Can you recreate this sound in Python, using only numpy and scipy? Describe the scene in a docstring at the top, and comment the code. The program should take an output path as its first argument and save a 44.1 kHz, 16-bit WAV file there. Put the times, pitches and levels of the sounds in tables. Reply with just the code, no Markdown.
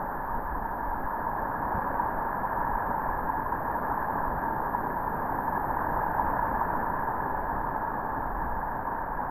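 """On a raft in a river rapid: whitewater heard through a wet, waterproof camera case.
Deep water roars, and breaking waves churn, foam and spray: noise mixed with ringing bubbles, shaped by
the case, which rings near 900, 1700 and 4500 Hz. Air pockets gulp as rising sines, thuds are short swells
of low noise and spatters are clusters of ticks. Wind buffets the case as lumpy low noise.
A thin band of high noise hisses in the right channel only."""
import sys
import numpy as np
from scipy import signal
from scipy.fft import rfft, irfft
from scipy.io import wavfile
from scipy.ndimage import uniform_filter1d

SR = 44100
rng = np.random.default_rng(int(sys.argv[2]) if len(sys.argv) > 2 else 0)


def output_pcm(signal):
    """Save a mono or channel-first signal as 16-bit PCM at the path in sys.argv[1].

    Samples are clipped to [-1, 1] before scaling.
    """
    pcm = np.clip(np.atleast_2d(signal).T, -1, 1) * 32767
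    wavfile.write(sys.argv[1], SR, np.round(pcm).astype(np.int16))


N = 410130  # length [samples]
TIME = np.arange(N) / SR  # [s]
BINS = np.maximum(np.arange(N // 2 + 1) * SR / N, 1)  # spectrum frequencies [Hz], kept above zero


def from_db(db):
    """Decibels to amplitude gain."""
    return 10 ** (np.asarray(db) / 20)


def rms_one(x):
    """Scale to unit power."""
    return x / np.sqrt(np.mean(x ** 2) + 1e-20)


def in_time(rows):
    """Draw a level curve [dB] sample by sample, straight between its points."""
    return np.interp(TIME, *np.transpose(rows))


def coloured(x, spectrum):
    """Filter x with a spectrum drawn on a log-frequency axis."""
    hz, db = np.transpose(spectrum)
    gain = from_db(np.interp(np.log(BINS), np.log(hz), db))
    return irfft(rfft(x) * gain, N)


def drift(rate_hz):
    """Slow random motion of unit power: noise that weakens above the given rate."""
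    noise = rng.standard_normal(N)
    return rms_one(irfft(rfft(noise) / (1 + (BINS / rate_hz) ** 2), N))


def steady(x, seconds):
    """Even out the power over windows of this length; faster grain stays."""
    power = uniform_filter1d(x ** 2, max(int(seconds * SR), 1))
    return x / np.sqrt(power + 1e-12)


def bandpassed(x, low_hz, high_hz):
    """Keep one band of x with gentle slopes."""
    return signal.sosfilt(signal.butter(2, [low_hz, high_hz], "band", fs=SR, output="sos"), x)


def ring(clicks, hz, t60):
    """Two-pole resonator: each click sets off a sine that falls 60 dB in t60 seconds."""
    radius = from_db(-60 / (t60 * SR))
    angle = 2 * np.pi * hz / SR
    feedback = [1, -2 * radius * np.cos(angle), radius * radius]
    return signal.lfilter([0, np.sin(angle)], feedback, clicks + 1e-18)


def bubbles(per_s, size_db, low_hz, high_hz, cycles, count=20):
    """Bubbles born at random, mostly weak; each rings and falls 60 dB in the given cycles."""
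    born = np.flatnonzero(rng.random(N) < per_s / SR)
    chance = rng.random((len(born), 3))
    spread = np.minimum(-np.log(1 - chance[:, 0]), 4)
    sizes = from_db(size_db * spread) * np.sign(chance[:, 1] - .5)  # either polarity
    pitch_index = (chance[:, 2] * count).astype(int)
    out = np.zeros(N)
    for k, hz in enumerate(np.geomspace(low_hz, high_hz, count)):
        clicks = np.zeros(N)
        clicks[born] = sizes * (pitch_index == k)
        out += ring(clicks, hz, cycles / hz) * hz / low_hz  # higher bubbles start louder
    return rms_one(out)


# resonances of the case: (frequency [Hz], width [Hz])
CASE_MODES = [(918, 162), (1685, 168), (4500, 220)]


def case(x):
    """Each mode is a mass on a spring: it passes the lows, rings at its pitch and shuts out the highs."""
    response = 1
    for hz, width in CASE_MODES:
        response = response / (1 - (BINS / hz) ** 2 + 1j * BINS * width / hz ** 2)
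    return irfft(rfft(x) * response, N)


def water(spectrum, grains, surge_db, surge_rate):
    """Near bubbles over the noise blur of countless far ones, surging and heard through the case."""
    blur = rng.standard_normal(N)
    rush = (blur + grains) * from_db(surge_db * drift(surge_rate))
    return steady(case(coloured(rush, spectrum)), seconds=.3)


# level of the hiss before its gain: (time [s], level [dB])
HISS_LEVEL = [(0, -60.9), (0.4, -62.2), (2.4, -61.8), (3.9, -59.9), (4.4, -61), (5.5, -58.5), (6.8, -60.9),
              (7.9, -66.0), (8.5, -64.3), (9.3, -67.2)]
# tone of the hiss: (frequency [Hz], level [dB])
HISS_TONE = [(5000, -39.5), (6800, -39), (8000, -51), (10450, -51), (10750, -26.5), (11400, -11.5),
             (11850, -2), (12200, -1), (13000, -4), (14200, -9), (15500, -15)]


def hiss(gain_db, flicker_db):
    """A thin band of high noise with a slight random flicker in level."""
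    level_db = in_time(HISS_LEVEL) + gain_db
    flicker = flicker_db * drift(60)
    return from_db(level_db + flicker) * rms_one(coloured(rng.standard_normal(N), HISS_TONE))


# gusts on top of the breeze, before the lumps: (time of peak [s], length [s], level at peak [dB])
WIND_GUSTS = [(.46, 0.58, -35.5), (.97, .42, -34.5), (2.13, 0.27, -38.5), (2.7, 0.24, -36.5),
              (3.14, .4, -37), (4.3, 0.28, -37.5), (5.85, 0.96, -43), (6.28, .2, -37), (6.75, 0.94, -39.5),
              (7.55, .7, -39), (8.45, 0.65, -34.5), (9.12, .35, -41)]
# tone of the wind: (frequency [Hz], level [dB])
WIND_TONE = [(4, 5.5), (18, 3.5), (38, 2), (55, -3), (75, -6.5), (150, -30.5), (1200, -90)]


def wind(breeze_db, lump_db, lump_rate):
    """Lumpy pressure on the case: a steady breeze, and gusts that rise and fall as smooth bells."""
    power = from_db(breeze_db) ** 2
    for peak_s, length, db in WIND_GUSTS:
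        bell = np.cos(np.pi * np.clip((TIME - peak_s) / length, -.5, .5))
        power = power + (from_db(db) * bell) ** 2
    lumps = from_db(lump_db * drift(lump_rate))
    rumble = steady(coloured(rng.standard_normal(N), WIND_TONE), seconds=0.2)
    return np.sqrt(power) * lumps * rumble


# level of the fine spray before its gain: (time [s], level [dB])
SPRAY_LEVEL = [(0, -84.6), (1.85, -83.1), (2.5, -86.2), (3.4, -85.3), (4.15, -82.0), (4.5, -83.5),
               (6.4, -83.5), (7, -86.7), (7.6, -83.9), (9.3, -88.6)]
# tone of the spray before the case: (frequency [Hz], level [dB])
SPRAY_TONE = [(2000, -25.5), (2900, -6), (3400, 4.5), (4000, 0.5), (4450, -4), (5000, 2.5), (6200, 9),
              (8000, 11.5), (10000, 0.5)]


def spray(gain_db):
    """Fine spray: bright noise grained with tiny ringing bubbles."""
    tiny = from_db(-4.0) * bubbles(per_s=1800, size_db=1.5, low_hz=2850, high_hz=7000, cycles=22)
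    level = from_db(in_time(SPRAY_LEVEL) + gain_db)
    return level * water(SPRAY_TONE, tiny, surge_db=0.5, surge_rate=12)


# drops spattering on the case: (time of peak [s], level [dB])
SPATTER_HITS = [(1.994, -83), (3.092, -81), (6.426, -86)]


def spatters(length_s, drops_per_s, low_hz, high_hz):
    """Each spatter is a brief bell-shaped cluster of tiny ticks."""
    drops = (rng.random(N) < drops_per_s / SR) * rng.standard_normal(N)
    ticks = rms_one(bandpassed(drops + 1e-18, low_hz, high_hz))
    return ticks * sum(from_db(db) * np.exp(-((TIME - s) / length_s) ** 2) for s, db in SPATTER_HITS)


# dull blows, before gain and case: (time of onset [s], level [dB])
THUD_HITS = [(1.741, -23), (2.679, -31), (3.166, -29), (4.317, -28), (6.269, -30.5), (8.161, -30)]


def thuds(swell_s, top_hz, gain_db):
    """Soft blows of water on the raft: short swells of low noise, heard through the case."""
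    low = bandpassed(rng.standard_normal(N), 40, top_hz)
    force = np.zeros(N)
    for s, db in THUD_HITS:
        age = np.maximum(TIME - s, 0) / swell_s
        force += from_db(db + gain_db) * age * np.exp(1 - age)
    return case(steady(low, seconds=0.047) * force)


# air pockets closing nearby, before gain: (time of onset [s], level at peak [dB])
GULP_HITS = [(1.266, -16.5), (1.995, -9.5), (2.647, -14), (2.712, -13), (3.086, -12), (3.462, -15),
             (4.747, -10.5), (5.479, -12.5), (5.764, -15), (6.194, -12), (6.426, -12.5), (6.61, -12),
             (7.568, -14), (7.76, -18)]


def gulps(pitch_hz, rise, swell_s, gain_db):
    """A large bubble swells and quickly dies, its pitch rising as it nears the surface."""
    out = np.zeros(N)
    detunes = rng.normal(0, .035, len(GULP_HITS))
    for (s, db), detune in zip(GULP_HITS, detunes):
        at = int(s * SR)
        age = TIME[:min(SR // 20, N - at)]
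        # rise is the fraction of the starting pitch gained per second
        phase = 2 * np.pi * pitch_hz * (1 + detune) * (age + rise * age ** 2 / 2)
        shape = (age / swell_s * np.exp(1 - age / swell_s)) ** 2  # peaks at swell_s
        out[at:at + len(age)] += from_db(db + gain_db) * shape * np.sin(phase)
    return out


# the deep roar before its gain, strongest past the middle: (time [s], level [dB])
ROAR_LEVEL = [(0, -43), (0.9, -43.2), (1.8, -40), (2.3, -41.5), (5.5, -39), (6.8, -39.1), (7.3, -40.5),
              (9.3, -43.5)]
# tone of the roar before the case: (frequency [Hz], level [dB])
ROAR_TONE = [(30, -14.5), (75, -4.5), (130, -1.5), (270, -1), (315, -3), (355, -7.5), (410, -5.5),
             (560, -13.5), (900, -27.5), (2000, -55)]


def roar(gain_db):
    """Deep water: low surging noise with no single bubbles standing out."""
    level = from_db(in_time(ROAR_LEVEL) + gain_db)
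    return level * water(ROAR_TONE, 0, surge_db=1.1, surge_rate=7.1)


# breaking waves swelling and fading as the raft passes them: (time [s], level [dB])
WAVE_LEVEL = [(0, -34), (0.6, -34.4), (1.2, -33), (1.9, -31.0), (2.25, -32.0), (2.7, -30.5), (3.5, -32),
              (4.1, -31), (5.05, -32.5), (6.25, -29.5), (7.3, -31.9), (8.4, -33.5), (9.3, -33.5)]


def waves():
    """The swell [dB] that drives foam and churn alike."""
    return in_time(WAVE_LEVEL)


# tone of the foam before the case: (frequency [Hz], level [dB])
FOAM_TONE = [(700, -28.5), (1150, -5), (1450, -1), (1700, -0.5), (2000, -6.5), (2500, -9.5), (3000, -11.5),
             (4000, -26), (6000, -31)]


def foam(waves_db, gain_db, follow):
    """Splashing foam: noise and small bubbles, swinging `follow` times as far in dB as the waves."""
    small = from_db(-3.5) * bubbles(per_s=3000, size_db=1.0, low_hz=1264, high_hz=3130, cycles=16)
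    froth_db = waves_db.mean() + follow * (waves_db - waves_db.mean())
    return from_db(froth_db + gain_db) * water(FOAM_TONE, small, surge_db=0.52, surge_rate=12)


# tone of the churn before the case: (frequency [Hz], level [dB])
CHURN_TONE = [(200, -19), (400, -2), (580, 2), (750, 0), (950, 0.5), (1150, -2), (1400, -7.5),
              (1900, -22.5), (3000, -42.5)]


def churn(waves_db, gain_db):
    """The body of the breaking waves: noise thick with large ringing bubbles."""
    large = from_db(-5.0) * bubbles(per_s=1200, size_db=1.0, low_hz=504.5, high_hz=1409, cycles=23.6)
    return from_db(waves_db + gain_db) * water(CHURN_TONE, large, surge_db=0.2, surge_rate=9)


def scene():
    """River and wind reach both channels alike; the hiss joins on the right."""
    waves_db = waves()
    river = wind(breeze_db=-42, lump_db=1.0, lump_rate=6)
    river = river + spray(gain_db=6.5)
    river = river + spatters(length_s=.013, drops_per_s=1500, low_hz=4000, high_hz=7500)
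    river = river + thuds(swell_s=0.015, top_hz=210, gain_db=-9.5)
    river = river + gulps(pitch_hz=914, rise=4.4, swell_s=0.0038, gain_db=-7.0)
    river = river + roar(gain_db=1.64)
    river = river + foam(waves_db, gain_db=-10.5, follow=1.1)
    river = river + churn(waves_db, gain_db=0.45)
    return np.array([river, river + hiss(gain_db=7, flicker_db=.5)])


def record(dry):
    """A steep low-pass removes the top above 15.5 kHz."""
    cutoff_hz = 15500
    low_pass = signal.ellip(12, .05, 90, cutoff_hz, fs=SR, output="sos")
    return signal.sosfilt(low_pass, dry)


dry = scene()
out = record(dry)
output_pcm(out)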